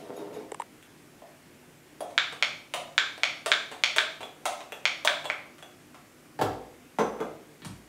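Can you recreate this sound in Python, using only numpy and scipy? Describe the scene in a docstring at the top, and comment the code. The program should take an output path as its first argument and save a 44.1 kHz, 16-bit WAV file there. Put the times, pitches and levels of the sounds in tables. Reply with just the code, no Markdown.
"""A soap dispenser is pumped over a glass flask in a bare classroom, after being dragged off a table.
The pump head snaps down and back, the nozzle spits, and the spout knocks the flask neck, which rings.
Bottle and flask are set down, the table frame booms, and a heavy bottle leaves its tray. Each impact
is an impulse filtered by the resonances of the struck body, then reflected by the room.
Something plastic ticks close by; a faint mains hum and hiss lie underneath."""
import sys
import numpy as np
from scipy import signal
from scipy.io import wavfile
from scipy.ndimage import uniform_filter1d

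SR = 44100
rng = np.random.default_rng(int(sys.argv[2]) if len(sys.argv) > 2 else 0)


def bounce(signal):
    """Save signal as a 16-bit WAV file at the path given by the first command-line argument."""
    frames = np.transpose(np.atleast_2d(signal))
    limited = np.clip(frames, -1, 1)
    pcm = np.round(limited * 32767).astype(np.int16)
    wavfile.write(sys.argv[1], SR, pcm)


N = 347508

# pump head snapping down and springing back: (time [s], peak level [dB])
PRESSES = [(2.1788, -3), (2.9798, -2.5), (3.5175, -2.5), (3.9838, -3), (5.075, -3.5)]
RELEASES = [(2.4255, -5.5), (3.2342, -5.5), (3.8373, -4), (4.8545, -5.5), (5.3, -10.5)]
# soap spitting from the nozzle: (time [s], peak level [dB], length [s])
SQUIRTS = [(2.104, -42, 0.013), (2.3247, -30.5, 0.0084), (3.1784, -34, 0.0025), (3.715, -30.5, 0.025),
           (4.2063, -32, 0.018), (5.243, -29, 0.02)]
# bottle knocking the flask: (time [s], peak level [dB], extra bass [dB], extra treble [dB])
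KNOCKS = [(1.219, -40, 9, -8), (2.0065, -25, 3.5, 9.5), (2.7385, -13.5, -3, 9.5), (3.461, -14, -7, 9),
          (3.9625, -11, -9, 5), (4.4554, -11.5, -10.5, 8), (4.606, -30, -2, 2), (5.049, -11.5, -8.5, 9),
          (5.583, -39.5, -16, 7), (5.945, -38.5, -8.5, 6)]
# light touches on the flask neck: (time [s], peak level [dB], extra bass [dB], rim ping level [dB])
TOUCHES = [(0.827, -38, -9, -61), (4.231, -27, 16.5, -39.5), (4.722, -24, 9.5, -47),
           (5.255, -24.5, 15, -37), (5.626, -30.5, 7, -49), (7.205, -34, 5, -52)]
# other impacts: (time [s], peak level [dB], extra bass [dB])
BOTTLE_DOWNS = [(6.3905, -21.5, 4), (6.4134, -14.5, 1)]
FLASK_DOWNS = [(6.9866, -15, 2.5), (7.19, -39, -6), (7.203, -24.5, 1)]  # set down, then rocking flat
TRAY_LIFTS = [(7.62, -36, -4), (7.6486, -25.5, 1)]
NEAR_TICKS = [(.5188, -24, 10), (.5453, -26.5, 0), (.5986, -21.5, 2.5), (.606, -29.5, -5),
              (.6196, -27.5, 1)]
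# colour of each body, its peaks being short resonances: (frequency [Hz], relative level [dB])
PRESS_COLOUR = [(150, -29), (320, -15), (750, -7), (1200, -7.5), (1430, -3), (1620, 2), (1940, -10),
                (2240, -0.5), (2750, -11), (3050, -5.5), (3600, -2), (4100, -11), (6100, -15), (7400, -9),
                (8200, -28), (11000, -30.5), (16000, -56)]
RELEASE_COLOUR = [(150, -122), (400, -26), (570, -3), (1000, -15), (1600, 1), (1900, -3.5), (2220, 4.5),
                  (2550, 0.5), (3200, -4), (3700, -5.5), (4400, -10.5), (5500, -16), (7000, -18.5),
                  (8000, -27.5), (16000, -51)]
NOZZLE_COLOUR = [(150, -2), (700, 11.5), (1500, 9.5), (3500, 6.5), (5200, -4.5), (6500, -2), (8500, 1.5),
                 (12500, -12), (16000, -16)]
BOTTLE_COLOUR = [(150, -41.5), (310, -9), (480, -4), (655, 8.5), (850, 0), (1200, -7), (1600, -14),
                 (2400, -13.5), (3500, -12.5), (4400, -22), (7500, -28.5), (9500, -30), (13000, -42.5),
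                 (15000, -53), (16000, -26)]
NECK_COLOUR = [(150, -66), (400, -13.5), (650, -6), (1000, -12), (2000, -5), (3300, -6), (5000, -27.5),
               (7300, -25.5), (10000, -29.5), (13000, -31), (16000, -48)]
TABLE_COLOUR = [(53, -50), (90, -23), (130, 0), (162, -16), (188, -8.5), (330, -5.5), (896, -3.5),
                (1070, -14), (1210, -11), (8350, -36.5), (16000, -44)]
FLASK_BASE_COLOUR = [(53, -61), (90, -41), (165, -10.5), (284, -9.5), (499, -3.5), (620, -9), (1090, -11),
                     (3290, -35.5), (5650, -42), (6300, -41), (16000, -58)]
TRAY_COLOUR = [(29, -40), (50, -8), (184, 2), (371, -11.5), (450, -20.5), (1870, -20), (2110, -22),
               (2440, -21), (5950, -24), (8340, -14), (16000, -35)]
PLASTIC_COLOUR = [(150, -43), (250, -26), (430, -2.5), (680, -12.5), (930, 9), (1400, -15), (2200, -12.5),
                  (2500, -25), (2850, -17.5), (4000, -25), (6900, -35.5), (7500, -19.5), (8000, -22),
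                  (8500, -20), (9200, -26.5), (16000, -57)]
# thin glass set ringing: (time [s], level [dB])
CLINKS = [(.165, -50), (.34, -58)]  # as the bottle slides off
SPOUT_TAPS = [(2.006, -42)]
WALL_RINGS = [(5.63, -63), (6.988, -46), (7.204, -66)]
FAINT_RINGS = [(4.548, -57)]
# modes of the glass, table frame and table top: (frequency [Hz], relative level [dB], t60 [s])
CLINK_MODES = [(3742, -6, .3), (6756, 0, .22), (9940, -4, .09), (10850, -6, .25), (12375, -3, .12)]
TAP_MODES = [(4000, -16, .15), (4700, -5, 0.045), (9770, -2, 0.09), (10390, 5.5, 0.05), (12260, -12, .08)]
WALL_MODES = [(3870, -8, .05), (6095, 0, .3), (6190, -4, .15), (9600, -16, .1), (11900, -13, .1)]
FAINT_MODES = [(6240, 0, .35)]
RIM_MODES = [(3385, 0, .4)]
FRAME_MODES = [(57.6, -4, 0.91), (101, 9, 0.21), (136, 15.5, 0.15)]
TOP_MODES = [(180, -38, 0.045), (317, 3.5, 0.17), (409, 10.5, 0.085), (530, 16, 0.028), (672, 5.5, 0.11),
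             (840, 8, 0.014)]
# booms of the table frame: (time [s], gain of lowest mode [dB], gain of upper modes [dB])
THUMPS = [(6.414, -40, -35), (6.99, -51, -48), (7.202, -57, -62), (7.649, -44, -43)]
# envelope of the sliding bottle: (time [s], rumble level [dB], scrape relative to rumble [dB])
DRAG_ENVELOPE = [(0.0, -41, -17), (0.098, -49.5, -18), (0.194, -38, -21), (0.324, -44.5, -27),
                 (0.332, -48.5, -10), (0.354, -38.5, -18), (0.47, -52, -21), (0.478, -56, -25),
                 (0.492, -57, -5), (0.5, -46, -20)]
# wall and table reflections: (delay [s], level [dB])
ECHOES = [(.0045, -12), (.0066, -5), (.0095, -15), (.0152, -15), (.0185, -14), (.023, -13)]
# reverberation time of the classroom: (frequency [Hz], t60 [s])
ROOM_T60 = [(100, 0.22), (300, 0.74), (800, 0.53), (2000, 0.43), (5500, 0.5), (12000, 0.33)]
# mains hum lines: (frequency [Hz], median rms level [dB])
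HUM_LINES = [(150.7, -68.5), (247.6, -70), (301.5, -69.5), (355.3, -72)]
# hiss spectrum: (frequency [Hz], relative density [dB])
HISS_COLOUR = [(20, -22), (40, -11.5), (65, -16), (100, -3), (150, -4.5), (300, -0.5), (500, -8),
               (1000, -12), (2200, -12.5), (4000, -20.5), (8000, -21), (13000, -25), (16000, -30.5)]

# pump tone: (extra bass [dB], extra treble at full scale [dB], treble per level [dB/dB])
PRESS_RULE, RELEASE_RULE = (-9, 3, 5.1), (2.7, 17.1, 2.73)
# impact tone: (extra treble at MIDDLING_DB [dB], treble per level [dB/dB], rattle length [s])
TOUCH_RULE, TICK_RULE = (5.3, -.36, .0048), (1.3, -.3, .0027)
TABLE_RULE, FLASK_RULE, TRAY_RULE = (-.45, .53, .018), (.3, .1, .028), (3.5, 2, .023)
MIDDLING_DB = -20


def pump_head():
    """Impact of plastic on plastic: the head excites different resonances going down and coming back."""
    down = snaps(PRESSES, PRESS_COLOUR, PRESS_RULE, rebound=(.0005, -21), knee_hz=3740, lag=(1787, 1500))
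    up = snaps(RELEASES, RELEASE_COLOUR, RELEASE_RULE,
               rebound=(.0009, -7.5), knee_hz=1970, lag=(2680, 800))
    return down + up


def snaps(rows, colour, rule, rebound, knee_hz, lag):
    """Hard contact: an impulse and its rebound (delay [s], level [dB]), brighter when harder."""
    out = np.zeros(N)
    bass_db, treble_db, slope = rule
    rebound_s, rebound_db = rebound
    for s, db in rows:
        body = lagged(body_response(colour, bass_db, treble_db + slope * db, knee_hz), *lag)
        sound = body.copy()
        add(sound, rebound_s, gain_of(rebound_db) * body)
        add(out, s, gain_of(db) * sound / abs(sound).max())
    return out


def nozzle_squirts(bass_db=5, treble_db=-4):
    """Source and filter: spitting soap is a brief noise burst coloured by the nozzle."""
    rows = [(s, db, bass_db, treble_db, length_s) for s, db, length_s in SQUIRTS]
    return impacts(rows, NOZZLE_COLOUR, rattle_db=-14, lag=(700, 360))


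def flask_knocks(rattle_s=.011):
    """Impact excitation: knocks and light touches drive damped resonances of bottle and flask neck."""
    rows = [(*row, rattle_s) for row in KNOCKS]
    knocks = impacts(rows, BOTTLE_COLOUR, rattle_db=-17.5, lag=(725, 133), grit_db=-9)
    return knocks + impacts(struck(TOUCHES, TOUCH_RULE), NECK_COLOUR, rattle_db=-24.5, lag=(670, 210))


def glass_rings(flutter_db=2.5, damped_after_s=.05):
    """Free vibration: glass walls ring, fluttering in the grip; the rim pings until a hand damps it."""
    out, t = np.zeros(N), np.arange(SR // 2) / SR
    for rows, modes in ((CLINKS, CLINK_MODES), (SPOUT_TAPS, TAP_MODES),
                        (WALL_RINGS, WALL_MODES), (FAINT_RINGS, FAINT_MODES)):
        for s, db in rows:
            add(out, s, ring(modes, db))
    out *= gain_of(flutter_db * slow_noise(N, 300))
    damping = np.exp(-np.maximum(t - damped_after_s, 0) / .006)
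    for s, _, _, db in TOUCHES:
        add(out, s, ring(RIM_MODES, db) * damping)
    return out


def bench_impacts():
    """Impact excitation: bottle and flask meet the table, and a heavy bottle leaves its tray."""
    bottle = impacts(struck(BOTTLE_DOWNS, TABLE_RULE), TABLE_COLOUR, rattle_db=-14.5, lag=(525, 240))
    flask = impacts(struck(FLASK_DOWNS, FLASK_RULE), FLASK_BASE_COLOUR, rattle_db=-18, lag=(480, 235))
    tray = impacts(struck(TRAY_LIFTS, TRAY_RULE), TRAY_COLOUR, rattle_db=-23, lag=(206, 150))
    return bottle + flask + tray


def frame_thumps(rise_s=.034):
    """Structural resonance: low modes of the table frame swell over a few cycles and decay."""
    out, t = np.zeros(N), np.arange(SR // 2) / SR
    swell = 1 - np.exp(-t / rise_s)
    for s, lowest_db, upper_db in THUMPS:
        add(out, s, ring(FRAME_MODES, np.c_[[lowest_db, upper_db, upper_db]]) * swell)
    return out


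def bottle_drag(slips_per_s=600):
    """Stick-slip friction: uneven slips of the bottle shake the table top under a finer scrape."""
    s, rumble_db, scrape_db = np.transpose(DRAG_ENVELOPE)
    t = np.arange(round(s[-1] * SR)) / SR
    size_db = 2.8 * rng.exponential(1, len(t))
    slipping = rng.random(len(t)) < slips_per_s / SR
    noise = rng.standard_normal(len(t))
    slips = gain_of(size_db) * slipping * np.sign(noise)
    rumble = signal.fftconvolve(slips, ring(TOP_MODES))[:len(t)]
    # a small top radiates no deep bass
    rumble = unit_rms(signal.lfilter(*signal.butter(3, 170, "high", fs=SR), rumble))
    scrape = unit_rms(signal.lfilter(*signal.butter(1, [1200, 3500], "band", fs=SR), noise + .17 * slips))
    scrape *= gain_of(np.interp(t, s, scrape_db))
    slide = gain_of(np.interp(t, s, rumble_db)) * (rumble + scrape)
    return np.pad(slide, (0, N - len(t)))


def plastic_ticks():
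    """Impact excitation: tiny blows drive the short resonances of something plastic."""
    return impacts(struck(NEAR_TICKS, TICK_RULE), PLASTIC_COLOUR, rattle_db=-15.5, lag=(890, 700))


def classroom(direct, reverb_feed, turn_hz=.9):
    """Reverberation: direct sound, early echoes, then three tails whose bands decay at their own rates."""
    early = np.zeros(SR // 20)
    early[0] = 1
    for s, db in ECHOES:
        add(early, s, [gain_of(db)])
    taps, slots = np.zeros((3, SR)), np.arange(120, SR - 16, 16)
    arrivals = slots + rng.integers(0, 16, (3, len(slots)))  # one reflection in each slot
    np.put_along_axis(taps, arrivals, rng.choice([-1., 1.], arrivals.shape), 1)
    hz, t, spectra = signal.stft(taps, SR, nperseg=256)
    decay = gain_of(-60 * t / spectrum_at(ROOM_T60, hz)[:, None])
    tails = signal.istft(spectra * decay, SR, nperseg=256)[1][:, :SR]
    tails *= 1 - np.exp(-np.arange(SR) / SR / .008)  # the diffuse field needs a moment to build
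    tails /= np.linalg.norm(tails[0])
    turn = 2 * np.pi * (np.arange(N) * turn_hz / SR + np.arange(3)[:, None] / 3)
    feeds = reverb_feed * np.cos(turn) * np.sqrt(2 / 3)  # the tails are fed in turn
    late = signal.fftconvolve(feeds, tails, axes=1).sum(0)
    return signal.oaconvolve(direct, early)[:N] + late[:N]


def hiss(level_db=-55.5):
    """Filtered Gaussian noise: a steady hiss with faint patches in time and frequency."""
    frames, hz = N // 512 + 5, np.fft.rfftfreq(2048, 1 / SR)
    real, imag, patches = rng.standard_normal((frames, 1025, 3)).T
    patches_db = unit_rms(uniform_filter1d(uniform_filter1d(patches, 20, 0), 8, 1))
    spectra = (real + 1j * imag) * gain_of(spectrum_at(HISS_COLOUR, hz)[:, None] + patches_db)
    return gain_of(level_db) * unit_rms(signal.istft(spectra, nperseg=2048, noverlap=1536)[1][:N])


def mains_hum(waver_db=4.55, waver_rad=.23):
    """Random modulation: each hum line wavers slowly in amplitude and phase."""
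    out, t = np.zeros(N), np.arange(N) / SR
    for hz, db in HUM_LINES:
        swell, drift = slow_noise((2, N), 3000)
        out += np.sqrt(2) * gain_of(db + waver_db * swell) * np.sin(2 * np.pi * hz * t + waver_rad * drift)
    return out


def impacts(rows, colour, rattle_db, lag, grit_db=-17):
    """Convolution: an impulse, grit and a short rattle of contact noise pass through a body's response."""
    out, t = np.zeros(N), np.arange(SR // 8) / SR
    grit = gain_of(grit_db) * np.exp(-t / .0006)
    for s, db, bass_db, treble_db, rattle_s in rows:
        rattle = gain_of(rattle_db) * np.exp(-(t / rattle_s) ** 2)
        force = rng.standard_normal(len(t)) * (grit + rattle)
        force[0] = 1
        sound = lagged(signal.fftconvolve(force, body_response(colour, bass_db, treble_db)), *lag)
        add(out, s, gain_of(db) * sound / abs(sound).max())
    return out


def struck(rows, rule):
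    """Force sets brightness: gives each blow the treble for its level and the rattle of its body."""
    treble_db, slope, rattle_s = rule
    return [(s, db, bass_db, treble_db + slope * (db - MIDDLING_DB), rattle_s)
            for s, db, bass_db, *_ in rows]


def body_response(colour, bass_db, treble_db, knee_hz=4200):
    """Minimum-phase impulse response of a body, its bass and treble shifted by where the blow lands."""
    hz = np.fft.rfftfreq(8192, 1 / SR)
    tilt = [(25, bass_db - 59), (90, bass_db), (800, bass_db),  # small bodies radiate no deep bass
            (1300, 0), (knee_hz, 0), (1.85 * knee_hz, treble_db)]
    db = spectrum_at(colour, hz) + spectrum_at(tilt, hz)
    mirrored_db = np.r_[db, db[-2:0:-1]]
    log_gain = np.log(gain_of(np.maximum(mirrored_db, -90)))
    return np.fft.ifft(np.exp(np.conj(signal.hilbert(log_gain)))).real[:4096]


def lagged(x, centre_hz, width_hz):
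    """Group delay: an all-pass makes one band build over a few cycles instead of starting at once."""
    radius = np.exp(-np.pi * width_hz / SR)
    poles = np.array([1, -2 * radius * np.cos(2 * np.pi * centre_hz / SR), radius ** 2])
    return signal.lfilter(poles[::-1], poles, x)


def ring(modes, extra_db=0):
    """Modal superposition: one exponentially decaying sine for each mode."""
    hz, db, t60 = np.transpose(modes)[:, :, None]
    t = np.arange(SR // 2) / SR
    return (gain_of(db + extra_db - 60 * t / t60) * np.sin(2 * np.pi * hz * t)).sum(0)


def slow_noise(shape, samples):
    """Low-pass noise of unit rms, smoothed by two moving averages."""
    return unit_rms(uniform_filter1d(uniform_filter1d(rng.standard_normal(shape), samples), samples))


def spectrum_at(points, hz):
    """Interpolation on a log-frequency axis."""
    known_hz, value = np.transpose(points)
    return np.interp(np.log(hz + 1), np.log(known_hz + 1), value)


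def gain_of(db):
    """Amplitude ratio of a level in decibels."""
    return 10 ** (np.asarray(db) / 20)


def unit_rms(x):
    """Normalisation to rms 1."""
    return x / np.sqrt(np.mean(x ** 2) + 1e-20)


def add(mix, s, sound):
    """Superposition of a sound on the mix at time s."""
    part = mix[round(s * SR):][:len(sound)]
    part += sound[:len(part)]


def scene():
    """Superposition: dispenser, flask and bench sound in the room; close ticks, hiss and hum stay dry."""
    pump = pump_head()
    at_flask = flask_knocks() + nozzle_squirts()
    bench = bench_impacts() + frame_thumps()
    rings, slide = glass_rings(), bottle_drag()
    direct = pump + at_flask + bench + rings + slide
    # broad bodies feed the room more than the small pump head
    reverb_feed = (gain_of(-2.5) * pump + at_flask + gain_of(-1) * bench
                   + gain_of(-13.5) * rings + gain_of(-4.5) * slide)
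    return (classroom(direct, reverb_feed) + plastic_ticks() + hiss() + mains_hum())[None]


def record(dry):
    """Band limiting: a linear-phase low-pass removes the highest treble."""
    low_pass = signal.firwin(511, 15750, window=("kaiser", 9), fs=SR)
    return signal.oaconvolve(dry, low_pass[None], "same")


dry = scene()
out = record(dry)
bounce(out)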